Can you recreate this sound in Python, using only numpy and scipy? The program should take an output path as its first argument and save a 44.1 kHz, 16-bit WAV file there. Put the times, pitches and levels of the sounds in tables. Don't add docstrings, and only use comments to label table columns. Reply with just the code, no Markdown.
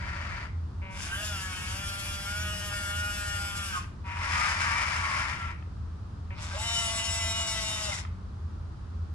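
import sys
import numpy as np
from scipy import signal
from scipy.fft import rfft, irfft, next_fast_len
from scipy.io import wavfile

SR = 44100
rng = np.random.default_rng(int(sys.argv[2]) if len(sys.argv) > 2 else 0)


def int16_out(signal):
    q = np.round(np.clip(np.atleast_2d(signal).T, -1, 1) * 32767)
    wavfile.write(sys.argv[1], SR, q.astype(np.int16))


N = 403074
T = np.arange(N) / SR

# (frequency [Hz], left minus right [dB])
STEER_SIDE = [(600, 7.5), (1400, 1), (2700, 1), (3700, 3), (6000, 7), (9000, 0)]
DRIVE_SIDE = [(60, -1.0), (110, 5), (200, 3), (380, 20), (700, 5), (1280, 5), (2370, 2.5), (4370, 6),
              (8070, 3), (14900, -4.5)]


def amp(db):
    return 10 ** (np.asarray(db) / 20)


def unit(x):
    return x / np.sqrt(np.mean(x ** 2) + 1e-20)


def along(points, hz):
    f, v = np.transpose(points)
    return np.interp(np.log(hz + 1), np.log(f + 1), v)


def curves(rows, t):
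    s, *cols = np.transpose(rows)
    return [np.interp(t, s, c) for c in cols]


def span(rows):
    return (T >= rows[0][0]) & (T <= rows[-1][0])


def wobble(rate, t):
    return np.interp(t * rate, np.arange(8192), rng.standard_normal(8192))


def held(t, start, stop, attack_s, fall_db_per_s):
    return np.clip((t - start) / attack_s, 0, 1) * amp(-fall_db_per_s * np.maximum(t - stop, 0))


def filtered(x, response):
    n = x.shape[-1]
    m = next_fast_len(n + SR // 4)
    return irfft(rfft(x, m) * response(np.fft.rfftfreq(m, 1 / SR)), m)[..., :n]


def coloured(x, spectrum):
    return unit(filtered(x, lambda hz: amp(along(spectrum, hz))))


def ring(x, modes):
    def response(f):
        total = 0
        for k, (centre, width, db) in enumerate(modes):
            damping = 1j * f * width
            total = total + (-1) ** k * amp(db) * damping / (centre ** 2 - f ** 2 + damping)
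        return total
    return filtered(x, response)


def stereo(pair, alike):
    turn = lambda hz: np.arccos(np.clip(along(alike, hz), -.99, .99)) / 2
    mid, side = filtered(pair, lambda hz: np.array([np.cos(turn(hz)), np.sin(turn(hz))]))
    return np.array([mid + side, mid - side])


def leaning(x, balance):
    lead_rad, lead_hz = 1.75, 1110
    sides = [.5, -.5]

    def response(hz):
        lead = lead_rad * np.tanh(hz / lead_hz)
        return amp(np.outer(sides, along(balance, hz))) * np.exp(1j * np.outer(sides, lead))
    return filtered(x, response)


def impacts(turns, base_rate, bunching, spread_db):
    # (frequency [Hz], likeness [-1 to 1])
    alike = [(600, 0.75), (2500, 0.6), (10000, 0.22)]
    chance = base_rate / SR * np.exp(bunching * np.cos(2 * np.pi * turns))
    sizes = amp(spread_db * rng.standard_normal(len(turns)).clip(-2, 2))
    hits = (rng.random(len(turns)) < chance) * sizes
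    return stereo(hits * rng.standard_normal((2, len(turns))), alike)


def partial(turns, t, flutter_db, blur, beat):
    slow = t[::round(SR / 400)]
    drift = lambda: np.array([wobble(19, slow), wobble(19, slow)])
    sway = np.outer([1, -1], 0.3 * wobble(2.04, slow))
    direct = np.exp(1j * (blur * wobble(45, slow) + sway))
    reflected = drift() + 1j * drift()
    gain = direct + beat * (reflected + reflected[::-1] / 2)
    gain *= amp(flutter_db * wobble(22, slow) + 0.88 * wobble(8.8, slow))
    gain /= np.sqrt(np.mean(np.abs(gain) ** 2) / 2)
    tone = np.exp(2j * np.pi * (turns + rng.random()))
    return np.array([(np.interp(t, slow, g) * tone).real for g in gain])


def background():
    # (frequency [Hz], half width [Hz], level [dB])
    hums = [(83.5, 5.1, -41), (60.6, 9.5, -49.5), (188, 8.4, -59.5)]
    # (frequency [Hz], relative level per Hz [dB])
    rumble, air = [(11, -53), (18, -23.5), (60, -2.5), (86, 0.5), (107, -5.5), (145, -12), (195, -14),
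                   (296, -23.5), (450, -33.5), (580, -57), (990, -120)], [(180, -41), (300, -6), (540, -12), (600, -11), (677, -12), (849, -10),
                                   (1240, -8), (2160, -24.5), (4800, -25.5), (11000, -41.5), (14300, -102),
                                   (22000, -120)]
    # (frequency [Hz], left-right likeness [-1 to 1])
    alike = [(60, 0.96), (130, 0.99), (280, 0.67), (700, 0.038), (3000, 0.084)]
    noise = lambda: stereo(rng.standard_normal((2, N)), alike)
    drone = 0
    for hz, half, db in hums:
        drone = drone + amp(db) * unit(filtered(noise(), lambda f: 1 / (1 + ((f - hz) / half) ** 2)))
    return drone + amp(-40.5) * coloured(noise(), rumble) + amp(-55) * coloured(noise(), air)


def controller(runs, can, attack_s):
    chop_hz, scatter_db, soften_hz = 191, 1.5, 3700
    phase = 2 * np.pi * chop_hz * T + 0.039 * wobble(120, T)
    pulses = np.diff(signal.sawtooth(phase), prepend=0) * amp(scatter_db * wobble(chop_hz, T))
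    soft = filtered(pulses, lambda hz: 1 / (1 + 1j * hz / soften_hz) ** 2)
    level = sum(amp(db) * held(T, start, stop, attack_s, 300) for start, stop, db in runs)
    return leaning(level * unit(ring(soft, can)), DRIVE_SIDE)


def drive_buzz():
    # (start [s], stop [s], level [dB])
    runs = [(-.1, .44, -55), (4.035, 4.3, -44), (5.36, 5.52, -53)]
    # (frequency [Hz], width [Hz], level [dB])
    can = [(970, 54, 0), (1360, 200, -10), (2490, 160, -6.5)]
    return controller(runs, can, attack_s=0.031)


def drive(start, stop, box, shaft_hz, crawl_db, crawl_click_db):
    # (time [s], throttle [0-1])
    throttle_curve = [(4.14, 0.09), (4.25, 0.8), (4.41, 1), (4.75, 0.98), (5.23, 0.8), (5.47, 0.06)]
    # (frequency [Hz], width [Hz], level [dB])
    box_modes = [(963, 49, 1), (1379, 28, 7.5), (1890, 43, 2), (2104, 81, 3.5), (2335, 37, 3),
                 (2580, 63, -10.5)]
    split_hz, ring_db = 3700, -5
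    power = held(T, start, stop, attack_s=0.055, fall_db_per_s=300)
    on = power > .001
    t = T[on]
    throttle, = curves(throttle_curve, t)
    body_db = crawl_db + 10.5 * throttle
    click_db = crawl_click_db + 17 * throttle
    turns = np.cumsum(shaft_hz * (1 + .02 * wobble(8, t))) / SR
    lurch = amp(1.4 * wobble(60, t) + 0.7 * wobble(20, t))
    hits = impacts(turns, base_rate=8000, bunching=.35, spread_db=0.0) * lurch
    rattle = coloured(hits, box)
    low = filtered(rattle, lambda hz: 1 / (1 + (hz / split_hz) ** 16))
    blows = impacts(turns, base_rate=220, bunching=1.2, spread_db=0.0)
    ringing = unit(ring(blows, box_modes))
    out = np.zeros((2, N))
    out[:, on] = amp(body_db) * unit(unit(low) + amp(ring_db) * ringing)
    out[:, on] += amp(click_db) * unit(rattle - low)
    return leaning(out * power, DRIVE_SIDE)


def drive_forward():
    # (frequency [Hz], relative level per Hz [dB])
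    box = [(260, -61), (450, -52), (565, -7.5), (758, -13), (939, -8), (1070, -7), (1290, -2), (1880, -2),
           (3620, -15.5), (4670, -0.5), (11000, -21.5), (14300, -87), (22000, -120)]
    return drive(-.1, .44, box, shaft_hz=193.6, crawl_db=-41, crawl_click_db=-57)


def room(x):
    # (frequency [Hz], time to fall 60 dB [s])
    decay = [(300, 0.025), (2000, 0.44), (10000, 0.046)]
    hz, t, z = signal.stft(rng.standard_normal((2, SR // 2)), SR, nperseg=256)
    fading = z * amp(-60 * t / along(decay, hz)[:, None])
    tail = signal.istft(fading, SR, nperseg=256)[1]
    return signal.fftconvolve(x, tail / np.linalg.norm(tail[0]), axes=1)[:, :N]


def knocks():
    # (time [s], peak level [dB])
    jolts = [(0.452, -51), (2.589, -43), (3.842, -35), (4.170, -25), (4.357, -20), (4.438, -24),
             (5.625, -40), (6.305, -36), (7.986, -31), (8.050, -30)]
    # (frequency [Hz], width [Hz], level [dB])
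    plastic = [(940, 92, -0.5), (1320, 110, 1.5), (1830, 190, -3), (2530, 140, -1.5), (3150, 160, -10)]
    out = np.zeros((2, N))
    t = np.arange(SR // 10) / SR
    for s, db in jolts:
        burst = rng.standard_normal((2, len(t))) * amp(-60 * t / 0.013)
        knock = ring(burst, plastic)
        out[:, round(s * SR):][:, :len(t)] += amp(db) * knock / np.abs(knock).max()
    return out


def steering_buzz():
    # (start [s], stop [s], level [dB])
    runs = [(.816, 0.98, -47), (6.304, 6.34, -49.5)]
    # (frequency [Hz], width [Hz], level [dB])
    can = [(604, 50, 2), (990, 64, 7), (1500, 390, -1), (2170, 140, 8.5), (2320, 140, 8.5),
           (2700, 370, 1.5)]
    return controller(runs, can, attack_s=0.0033)


def chirps():
    # (time [s], length [s], start frequency [Hz], end frequency [Hz], level [dB])
    glides = [(0.84, 0.098, 955, 955, -43.5), (1.039, 0.17, 1460, 1667, -39.5),
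              (1.077, 0.14, 2800, 3240, -42), (1.172, 0.17, 665, 620, -47), (1.181, 0.13, 2760, 2740, -44),
              (1.225, 0.1, 6800, 6900, -39.5), (1.358, 0.162, 1750, 1660, -45),
              (1.38, .38, 3380, 3280, -52.5), (3.71, 0.092, 1640, 1420, -34),
              (3.717, 0.09, 1320, 1166, -34.5), (3.736, 0.076, 1140, 1056, -39),
              (5.281, 0.28, 1392, 1328, -40), (6.49, 0.083, 1500, 1650, -44),
              (6.52, 0.073, 557, 643, -43.5), (6.56, 0.11, 810, 922, -44), (7.788, 0.13, 2160, 2025, -43),
              (7.841, 0.1, 625, 580, -42), (7.912, 0.038, 2260, 1890, -34)]
    out = np.zeros((2, N))
    for s, length, start_hz, end_hz, db in glides:
        t = np.arange(round(length * SR)) / SR
        turns = np.cumsum(np.linspace(start_hz, end_hz, len(t))) / SR
        glide = np.hanning(len(t)) * partial(turns, t, flutter_db=6.5, blur=1.0, beat=0.28)
        out[:, round(s * SR):][:, :len(t)] += amp(db) * glide
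    return leaning(out, STEER_SIDE)


def steering(shaft, orders, brush, chatter, mesh_order, stop_s, spin_up_s,
             gear_db, gear_growth, gear_rise_s, tone_db, brush_db, brush_growth, brush_rise_s,
             mesh_db, mesh_flutter_db, chatter_db, hiss_db):
    # (middle [s], half length [s], extra level [dB])
    surges = [(1.024, 0.055, 3.5), (1.124, 0.034, -14), (1.26, 0.057, 7.5), (6.438, 0.045, 15)]
    # (start [s], stop [s], extra level [dB])
    bites = [(1.286, 1.357, 6.5), (1.81, 2.024, 7.5), (2.085, 2.19, 6), (2.25, 2.5, 10.5),
             (2.585, 2.604, 4), (2.7, 3.11, 12.5), (3.161, 3.634, 10.5), (6.623, 6.81, 10.5),
             (6.835, 6.877, 5), (6.977, 7.102, 5), (7.19, 7.26, 4.5), (7.297, 7.387, 5.5),
             (7.785, 7.825, 10)]
    # (frequency [Hz], half width [Hz], level [dB])
    case_peaks = [(942, 28, 7), (1776, 14, -8), (2014, 40, 4.5), (2853, 40, 1.5), (3373, 55, 5),
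                  (3480, 45, -3.5), (3700, 57, 6.5), (4410, 57, 6), (5580, 48, 2)]
    # (frequency [Hz], level [dB])
    case_low = [(510, -29), (605, -0.5)]
    slack_pace, slack_width = 0.862, 0.034
    tight_slack = 0.11
    body_share = 0.55
    hiss_top_hz, coast_db_per_s = 10950, 230

    on = span(shaft)
    t = T[on]
    speed, = curves(shaft, t)
    cruise = np.percentile(speed, 65)
    pace = speed / cruise
    turns = np.cumsum(speed) / SR + .0035 * wobble(70, t)
    looseness = 1 / (1 + np.exp((pace - slack_pace) / slack_width))
    slack = np.clip(tight_slack + (1 - tight_slack) * looseness, .02, .995)

    gears = gear_db + gear_growth * 20 * np.log10(pace)
    brushes = brush_db + brush_growth * 20 * np.log10(pace)
    surge_db = sum(db * np.exp(-((t - s) / half) ** 2) for s, half, db in surges)
    bite_db = sum(db * held(t, start, stop, 0.02, 280) for start, stop, db in bites)

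    body = [(k * cruise, db) for k, db in enumerate(orders, 3)]
    body += [(hz, db - 9) for hz, db in brush if hz > body[-1][0]]
    grid = np.arange(SR // 2)
    case = sum(db * np.exp(-((grid - hz) / half) ** 2) for hz, half, db in case_peaks)

    def order_level(k):
        fixed_body = body_share * along(body, k * speed)
        own_pattern = (1 - body_share) * along(body, k * cruise)
        return fixed_body + own_pattern + np.interp(k * speed, grid, case)

    whine = partial(mesh_order * turns, t, flutter_db=mesh_flutter_db, blur=0.61, beat=.06)
    whine = amp(gears + mesh_db + bite_db) * whine
    tones = 0
    for k in range(3, 18):
        if k != mesh_order:
            level = gears + tone_db + order_level(k) + along(case_low, k * speed)
            tones += amp(level) * partial(k * turns, t, flutter_db=1.5, blur=0.63, beat=min(k / 20, .55))
    buzz = 0
    for k in range(18, 76):
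        buzz += amp(order_level(k)) * partial(k * turns, t, flutter_db=2.5, blur=k / 45, beat=.55)
    buzz = unit(buzz) * np.sqrt(1 - slack)

    hiss = coloured(impacts(turns, base_rate=8000, bunching=.45, spread_db=1.5), brush)
    hiss = hiss * amp(hiss_db + surge_db) * np.sqrt(slack)
    hiss = filtered(hiss, lambda hz: 1 / (1 + (hz / hiss_top_hz) ** 10))
    teeth = coloured(impacts(turns, base_rate=1500, bunching=.8, spread_db=0.0), chatter)
    teeth = teeth * amp(gears + chatter_db) * np.sqrt(slack)

    rise = lambda seconds: np.minimum((t - t[0]) / seconds, 1)
    engaged = rise(gear_rise_s) ** 2 * np.sqrt(1 - slack)
    brush_gain = amp(brushes + 1.4 * wobble(35, t)) * rise(brush_rise_s)
    out = np.zeros((2, 2, N))
    out[0][:, on] = engaged * whine
    out[1][:, on] = engaged * tones + teeth + brush_gain * (buzz + hiss)
    power = held(T, t[0], stop_s, spin_up_s, coast_db_per_s / 2) ** 2
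    return leaning(out * power, STEER_SIDE)


def steering_out():
    # (time [s], shaft speed [turns per s])
    shaft = [(0.86, 140), (0.96, 155.9), (1.04, 154.0), (1.19, 204.3), (1.27, 212.2), (1.39, 190.5),
             (1.54, 183.2), (1.67, 184.5), (1.82, 198.4), (2.24, 198.4), (2.4, 209.2), (2.86, 201.3),
             (3.03, 205.6), (3.61, 200.4), (3.7, 193.4), (3.75, 178.2), (3.95, 173.4)]
    orders = [-9.5, -13, -17.5, -7, 8, -6.5, -3, -17.5, -7, -6.5, -9.5, -2.5, -6, -9.5, -6, -20.5, -23, -13,
              -19.5, -17, -18, -8, -13, -12.5, -13, -9.5, -19.5, -12, -22, -16, -13, -17, -12, -24, -6.5,
              -24, -7, -14, -15, -24]
    # (frequency [Hz], relative level per Hz [dB])
    brush, chatter = [(2500, -32), (3500, -1), (4100, -7.5), (5200, -1.5), (6500, -4), (7650, -3.5),
                      (8600, -10.5), (9900, -1.5), (10700, -8.5), (11400, -6.5), (12200, -13), (13300, -16),
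                      (15000, -20)], [(260, -54), (450, -23), (613, -18), (738, -13), (933, -6.5),
                                         (1330, -7.5), (1560, 2), (1780, -8), (2490, -5.5), (2780, -4),
                                         (3400, -9), (4000, -29), (5460, -48), (9240, -120)]
    return steering(shaft, orders, brush, chatter, mesh_order=7, stop_s=3.784, spin_up_s=0.15,
                    gear_db=-37.5, gear_growth=1.3, gear_rise_s=0.13, tone_db=-6.5,
                    brush_db=-42.5, brush_growth=2.1, brush_rise_s=0.041,
                    mesh_db=-11.5, mesh_flutter_db=1.0, chatter_db=-1.0, hiss_db=3.5)


def drive_reverse():
    # (frequency [Hz], relative level per Hz [dB])
    box = [(260, -59), (450, -35), (604, -12), (728, -13.5), (902, -4.5), (1220, -2), (1700, -1.5),
           (2240, -2), (2850, -7.5), (3670, -14), (4400, -12.5), (5150, -6.5), (5800, -11), (8420, -18),
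           (9880, -17.5), (11000, -29), (14300, -48), (22000, -120)]
    return drive(4.04, 5.51, box, shaft_hz=236.8, crawl_db=-41.57, crawl_click_db=-57.5)


def meshing():
    # (time [s], frequency [Hz], level [dB])
    pinion = [(4.14, 978, -58), (4.22, 1060, -42), (4.3, 1127, -43), (4.38, 1223, -36.5), (4.46, 1231, -35),
              (4.53, 1182, -51), (4.6, 1215, -37), (4.73, 1153, -36.5), (4.81, 1185, -38),
              (4.98, 1153, -44), (5.07, 1103, -38.5), (5.22, 1081, -44), (5.36, 1043, -60)]
    orders_db = [-10.5, -9, 0, -8, -10, -9, -16, -17, -11, -15, -13.5, -10, -6, -12.5]
    teeth = 10
    on = span(pinion)
    t = T[on]
    hz, db = curves(pinion, t)
    turns = (np.cumsum(hz) / SR + .11 * wobble(130, t)) / teeth
    out = np.zeros((2, N))
    for k, order_db in enumerate(orders_db, 8):
        flutter_db, beat = (2, .2) if k == teeth else (3.5, .45)
        tone = partial(k * turns, t, flutter_db=flutter_db, blur=0.66, beat=beat)
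        out[:, on] += amp(db + order_db) * tone
    return leaning(out, DRIVE_SIDE)


def steering_back():
    # (time [s], shaft speed [turns per s])
    shaft = [(6.32, 149.8), (6.478, 162.1), (6.558, 195), (6.624, 229), (6.718, 231), (6.898, 225.2),
             (7.416, 224.4), (7.804, 214.7), (7.904, 204.3), (8.004, 164.3), (8.14, 140)]
    orders = [-4, -9, -10, -5, -7.5, -13, -2.5, -7, -9.5, -7, 6, -8, -12.5, -9, -2, -16, -12, -16, -14, -19,
              -10, -5, -6.5, -9.5, -13, -20, -19, -8, -6, -8.5, -14, -4, -2, -8, -21, -23, -14, -13, -7,
              -23]
    # (frequency [Hz], relative level per Hz [dB])
    brush, chatter = [(2500, -18), (3600, -0.5), (4300, -8.5), (5450, 0.5), (6300, -3.5), (7900, -1),
                      (8500, -9), (10400, -5), (11500, -15), (12300, -25), (15000, -24)], [(260, -64), (450, -49), (601, -5), (679, -13), (933, -4),
                                          (1550, -4.5), (1790, -12), (2050, -3.5), (2330, -6.5),
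                                          (4200, -14), (5460, -14), (9240, -120)]
    return steering(shaft, orders, brush, chatter, mesh_order=13, stop_s=7.99, spin_up_s=0.067,
                    gear_db=-36.5, gear_growth=3.6, gear_rise_s=0.36, tone_db=-5.5,
                    brush_db=-36.0, brush_growth=4.8, brush_rise_s=0.47,
                    mesh_db=-6.0, mesh_flutter_db=4.0, chatter_db=2.0, hiss_db=4.0)


def scene():
    loader = drive_buzz() + drive_forward() + knocks() + steering_buzz() + chirps()
    loader += drive_reverse() + meshing()
    whine, rest = steering_out() + steering_back()
    loader += rest
    answer = amp(-11) * room(loader + .25 * whine)
    return loader + whine + answer + background()


def record(dry):
    return filtered(dry, lambda hz: hz < 15300)


dry = scene()
out = record(dry)
int16_out(out)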